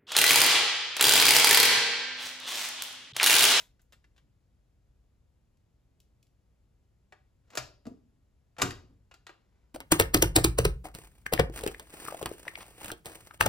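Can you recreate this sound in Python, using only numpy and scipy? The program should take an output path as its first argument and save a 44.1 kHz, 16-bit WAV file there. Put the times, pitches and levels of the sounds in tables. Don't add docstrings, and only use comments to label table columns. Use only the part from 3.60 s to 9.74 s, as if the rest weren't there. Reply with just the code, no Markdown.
import sys
import numpy as np
from scipy import signal
from scipy.fft import rfft, irfft, next_fast_len
from scipy.io import wavfile
from scipy.ndimage import uniform_filter1d

SR = 44100
rng = np.random.default_rng(int(sys.argv[2]) if len(sys.argv) > 2 else 0)


def inscribe(sig):
    pcm = np.round(np.clip(np.atleast_2d(sig).T, -1, 1) * 32767)
    wavfile.write(sys.argv[1], SR, pcm.astype(np.int16))


N = 270774

# frequency_hz, gain_db
HUSH_TONE = [(18, -35.5), (30, -9), (59, -0.5), (86, -7.5), (118, -8), (145, -13.5), (170, -16), (404, -26),
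             (499, -27.5), (988, -35.5), (6720, -43), (8980, -46.5), (11100, -47), (16000, -59)]
# start_s, level_db, brightness_hz, spot_resonance_hz, t60_s
GRATE_RATTLES = [(.001, -46, 8500, 3650, 0.17), (.194, -64, 4830, 1400, 0.13),
                 (.323, -52.5, 7500, 3480, 0.1), (.331, -51, 2500, 1300, 0.058),
                 (0.442, -54.5, 3400, 1910, 0.048), (.563, -63.5, 5070, 3500, 0.12),
                 (.579, -55, 4260, 3200, 0.057)]
# pitch_hz, level_db, t60_s
BAR_MODES = [(1400, 2, 0.14), (1750, -3, 0.1), (2730, 5, 0.071), (3400, -8, 0.15), (3800, -16, 0.1)]
# frequency_hz, gain_db
GRATE_TONE = [(60, -18.5), (200, -6.5), (380, -6), (700, -5), (950, -6.5), (1400, -2.5), (1900, 0),
              (2600, -2), (3600, -2.5), (5500, -2), (12000, -2.5)]
# start_s, level_db, low_cut_hz
LIGHT_TICKS = [(.217, -65, 6400), (1.971, -73, 2400), (2.402, -59, 2700), (2.628, -61.5, 2430),
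               (2.668, -70, 2320)]
# start_s, level_db, contact_s
SHOVES = [(0.613, -54, 0.014), (3.977, -35.5, 0.012), (4.268, -51.5, 0.0011), (4.989, -47.5, .0015),
          (5.019, -29.5, .0009), (5.289, -57, 0.0034)]
# pitch_hz, level_db, t60_s
MACHINE_MODES = [(60.3, -15.5, 0.72), (86, -8.5, 0.13), (99.4, -17, 1), (118.5, 1.5, 0.25),
                 (137.1, -6.5, 0.19), (198.6, -8.5, 0.17), (230.6, -14, 0.4), (283, 4, 0.2),
                 (365.7, -3.5, 0.28), (434, -14.5, 0.31)]
# start_s, level_db, brightness_hz, weight_db, spot_resonance_hz, t60_s
HEAD_CONTACTS = [(3.523, -39.5, 2400, 0.5, 2000, 0.043), (3.903, -49, 6000, -3, 2100, .04),
                 (3.953, -29.5, 13000, 5.5, 1290, .014), (3.9725, -19.5, 6150, 2, 5180, .05),
                 (4.254, -48.5, 4000, 12.5, 4900, 0.035), (4.267, -47, 7490, 21, 5000, 0.03),
                 (4.966, -45.5, 2400, -4, 1894, .045), (4.984, -36.5, 5500, -0.5, 1300, 0.07),
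                 (4.997, -24.5, 1900, -4.5, 1950, .03), (5.015, -26.5, 8000, 0, 7400, .026),
                 (5.018, -11.5, 6584, -1, 1280, .036), (5.106, -29, 4700, -6.5, 1810, 0.033),
                 (5.512, -44.5, 3270, 1, 2730, 0.049), (5.54, -45, 5500, -0.5, 4300, 0.03),
                 (5.667, -33.5, 3600, -5.5, 3950, 0.032), (5.692, -39, 2300, 3.5, 2650, 0.057)]
# pitch_hz, level_db, t60_s
METAL_MODES = [(602, 1.5, 0.08), (698, -2, 0.15), (940, -8, 0.22), (964, -4.5, .24), (1210, -1, .17),
               (1405, -2, 0.11), (1685, -5.5, 0.18), (1880, -8, 0.18), (1926, -1, 0.16), (2555, -4, 0.11),
               (2708, -2, .16), (2815, -4.5, 0.17), (3276, -7.5, 0.22), (4400, -2.5, .16), (4700, -3, .2),
               (5500, -8, 0.12), (6150, -4, .17), (6880, -7.5, 0.12), (7420, -2, 0.067), (8070, -5.5, .17)]
# frequency_hz, gain_db
BRASS_TONE = [(380, 0.5), (520, -4), (680, 0.5), (1020, -2.5), (1250, 2.5), (1950, 0), (2300, -1),
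              (2720, 1.5), (3100, -2), (3600, -1), (5450, -1), (5900, -2.5), (6500, 1.5), (7800, 1),
              (9500, -2), (13000, -3)]
# start_s, length_s, final_level_db, swell_db
SLIDES = [(3.843, .062, -72.5, 17.5), (3.915, .058, -58, 5.5), (4.986, 0.045, -45.5, -1.5),
          (5.804, .3, -86.5, 0)]
# frequency_hz, gain_db
SCRAPE_TONE = [(100, -16.5), (300, 1), (1800, -2.5), (3500, -9.5), (7500, -15.5), (10000, -27.5),
               (16000, -26)]
# start_s, level_db, pitch_hz, t60_s
GASKET_BUMPS = [(4.257, -40, 243.8, 0.056), (4.2707, -27.5, 244, 0.041), (4.313, -42, 255, 0.077)]
# frequency_hz, t60_s
ROOM_DECAY = [(80, 0.63), (260, 0.6), (700, 0.37), (1800, 0.3), (5000, 0.36), (8000, .25), (13000, 0.27)]
# frequency_hz, left_right_correlation
PORT_LIKENESS = [(100, 0.95), (300, .75), (900, 0.27), (2500, 1), (5500, 0.16), (7200, 1), (15000, 1)]
# frequency_hz, left_minus_right_db
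STEREO_BALANCE = [(120, 1), (280, 1), (650, 4), (1300, 0.5), (5500, 3.5), (9000, -0.5)]
# frequency_hz, left_lead_rad
STEREO_PHASE = [(100, 0.33), (900, 1), (2500, 1.24), (4500, 0), (6800, 1), (8000, -1.34), (9000, -3.5),
                (10600, -5), (11900, -7.5), (13300, -10.5), (14800, -13)]
# frequency_hz, gain_db
MIC_TONE = [(30, 2.5), (1000, 3.5), (1900, 1), (2300, 1), (2750, 0.5), (3200, 0), (6000, 0), (7600, 1),
            (8600, 0.5), (12500, 1.5), (14400, -0.5), (15500, -5), (16200, -21.5)]


def amp(db):
    return 10 ** (np.asarray(db) / 20)


def unit_rms(x):
    return x / np.sqrt(np.mean(x ** 2) + 1e-20)


def along(points, hz):
    frequencies, values = np.transpose(points)
    return np.interp(np.log(hz + 1), np.log(frequencies), values)


def filtered(x, response):
    n = x.shape[-1]
    size = next_fast_len(n + 8192)
    return irfft(rfft(x, size) * response(np.fft.rfftfreq(size, 1 / SR)), size)[..., :n]


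def coloured(x, points):
    n = x.shape[-1]
    size = next_fast_len(n // 2 + 4096) * 2
    cepstrum = irfft(np.log(amp(along(points, np.fft.rfftfreq(size, 1 / SR)))))
    cepstrum[1:size // 2] *= 2
    cepstrum[size // 2 + 1:] = 0
    return irfft(rfft(x, size) * np.exp(rfft(cepstrum)))[..., :n]


def evened(x, width_hz=600):
    n = x.shape[-1]
    size = next_fast_len(n + 4096)
    spectrum = rfft(x, size)
    power = np.abs(spectrum) ** 2
    local_power = np.abs(uniform_filter1d(power, max(1, int(width_hz * size / SR)), axis=-1)) + 1e-20
    return irfft(spectrum * np.sqrt(power.mean(axis=-1, keepdims=True) / local_power), size)[..., :n]


def diffuse(size):
    def mid_side_gains(hz):
        angle = np.arccos(np.clip(along(PORT_LIKENESS, hz), -1, 1)) / 2
        return np.array([np.cos(angle), np.sin(angle)])
    mid, side = filtered(rng.standard_normal((2, size)), mid_side_gains)
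    return np.array([mid + side, mid - side])


def in_room(x, wet_db, table_db=-8, table_t60=0.04, build_up_s=0.0036):
    hz, frame_s, spectra = signal.stft(diffuse(SR // 2), SR, nperseg=256)
    decay = amp(-60 * frame_s / along(ROOM_DECAY, hz)[:, None])
    tail = signal.istft(spectra * decay, SR, nperseg=256)[1]
    t = np.arange(tail.shape[1]) / SR
    early = tail * amp(-60 * t / table_t60) * (1 - np.exp(-t / 0.00019))
    late = tail * (1 - np.exp(-(t / build_up_s) ** 2))
    near = evened((t == 0) + amp(table_db) * early / np.linalg.norm(early[0]))
    paths = near + amp(wet_db) * late / np.linalg.norm(late[0])
    return signal.fftconvolve(x[None], paths, axes=1)[:, :len(x)]


def add(track, start_s, sound):
    part = track[..., max(0, round(start_s * SR)):][..., :sound.shape[-1]]
    part += sound[..., :part.shape[-1]]


def ring(modes, t, scatter_db, waver=0):
    hz, db, t60 = np.transpose(modes)[:, :, None]
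    strength = amp(db + scatter_db * rng.standard_normal(hz.shape)) * rng.choice([-1, 1], hz.shape)
    drift = waver * np.cumsum(rng.standard_normal((len(modes), len(t))), axis=1) / np.sqrt(SR)
    return np.sum(strength * amp(-60 * t / t60) * np.sin(2 * np.pi * hz * t + drift), axis=0)


def clack(t, t60, crack, crack_t60, attack_s=0.00045):
    decay = amp(-60 * t / t60) + crack * amp(-60 * t / crack_t60)
    attack = 1 - np.exp(-t / attack_s)
    return evened(rng.standard_normal(len(t)) * decay * attack)


def contact_tone(bright_hz, spot_hz, spot_db, weight_db=0, weight_hz=950, spot_octaves=0.14):
    hz = np.geomspace(30, 20000, 200)
    treble = -10 * np.log10(1 + (hz / bright_hz) ** 4)
    body = weight_db / (1 + (hz / weight_hz) ** 4)
    spot = spot_db * np.exp(-0.5 * (np.log2(hz / spot_hz) / spot_octaves) ** 2)
    return np.column_stack([hz, treble + body + spot])


def hush(rumble_db=-69.65, lean_left_db=0.07, hiss_db=-97):
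    rumble = unit_rms(filtered(diffuse(N), lambda hz: amp(along(HUSH_TONE, hz))))
    hiss = rng.standard_normal((2, N))
    return amp(rumble_db) * rumble * amp([[lean_left_db], [-lean_left_db]]) + amp(hiss_db) * hiss


def grate(gain_db=0.5, ring_db=-26):
    out, t = np.zeros((2, N)), np.arange(SR // 4) / SR
    for start_s, db, bright_hz, spot_hz, t60 in GRATE_RATTLES:
        bars = ring(BAR_MODES, t, scatter_db=3)
        rattle = clack(t, t60, crack=0.82, crack_t60=0.008) + amp(ring_db) * bars
        rattle = coloured(rattle, contact_tone(bright_hz, spot_hz, spot_db=6))
        add(out, start_s, amp(db + gain_db) * in_room(rattle, wet_db=-9.5, table_db=-8))
    return coloured(out, GRATE_TONE)


def low_cut(x, hz, order):
    return signal.sosfilt(signal.butter(order, min(hz, SR / 3), 'high', fs=SR, output='sos'), x)


def ticks(gain_db=2.5, band_ratio=3.6):
    out, t = np.zeros((2, N)), np.arange(SR // 4) / SR
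    for start_s, db, low_hz in LIGHT_TICKS:
        tick = low_cut(clack(t, t60=0.015, crack=1, crack_t60=0.014), low_hz, order=6)
        tick = coloured(tick, contact_tone(band_ratio * low_hz, low_hz, spot_db=5.5))
        add(out, start_s, amp(db + gain_db) * in_room(tick, wet_db=-6, table_db=-15.5))
    return out


def machine(rise_s=0.017):
    out, t = np.zeros((2, N)), np.arange(SR) / SR
    for start_s, db, contact_s in SHOVES:
        modes = [(hz, mode_db - 20 * np.log10(1 + (hz * contact_s) ** 2), t60)
                 for hz, mode_db, t60 in MACHINE_MODES]
        boom = ring(modes, t, scatter_db=0.5, waver=11) * (1 - np.exp(-t / rise_s))
        add(out, start_s, amp(db) * in_room(boom, wet_db=-17, table_db=-23))
    return out


def portafilter(gain_db=-1, ring_db=-30):
    out, t = np.zeros((2, N)), np.arange(SR // 3) / SR
    for start_s, db, bright_hz, weight_db, spot_hz, t60 in HEAD_CONTACTS:
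        chatter = clack(t, t60, crack=0.42, crack_t60=0.0072)
        metal = amp(ring_db) * ring(METAL_MODES, t, scatter_db=0, waver=9.6)
        tone = contact_tone(bright_hz, spot_hz, spot_db=5, weight_db=weight_db)
        blow = coloured(chatter + metal, tone)
        add(out, start_s, amp(db + gain_db) * in_room(blow, wet_db=-7, table_db=-6.5))
    return coloured(low_cut(out, hz=370, order=4), BRASS_TONE)


def scrape(slips_per_s=900, slip_t60=0.0017, edge_s=0.01):
    t, pressure = np.arange(N) / SR, np.zeros(N)
    for start_s, length_s, final_db, swell_db in SLIDES:
        progress = np.clip((t - start_s) / length_s, 0, 1)
        touching = np.clip(np.minimum(t - start_s, start_s + length_s - t) / edge_s + 0.5, 0, 1)
        pressure += touching * amp(final_db - swell_db * (1 - progress))
    slips = (rng.random(N) < slips_per_s / SR) * rng.exponential(size=N)
    energy_decay = amp(-120 * t[:SR // 50] / slip_t60)
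    grit = np.sqrt(np.abs(signal.fftconvolve(slips, energy_decay)[:N]))
    rub = unit_rms(coloured(grit * rng.standard_normal(N), SCRAPE_TONE))
    return in_room(rub * pressure, wet_db=-2)


def gasket(rise_s=0.0024, overtone_ratio=1.8, overtone_db=-12):
    out, t = np.zeros((2, N)), np.arange(SR // 2) / SR
    for start_s, db, hz, t60 in GASKET_BUMPS:
        phase = 2 * np.pi * hz * t
        swing = np.sin(phase) + amp(overtone_db) * np.sin(overtone_ratio * phase)
        bump = swing * amp(-60 * t / t60) * (1 - np.exp(-t / rise_s))
        add(out, start_s, amp(db) * in_room(bump, wet_db=-12, table_db=-16.5))
    return out


def scene():
    return grate() + ticks() + portafilter() + machine() + gasket() + scrape() + hush()


def record(dry, top_hz=16200):
    def response(hz):
        half = np.array([[0.5], [-0.5]])
        balance = amp(half * along(STEREO_BALANCE, hz))
        phase_shift = np.exp(1j * half * along(STEREO_PHASE, hz))
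        return balance * phase_shift * amp(along(MIC_TONE, hz)) * (hz < top_hz)
    return filtered(dry, response)


dry = scene()
out = record(dry)
inscribe(out)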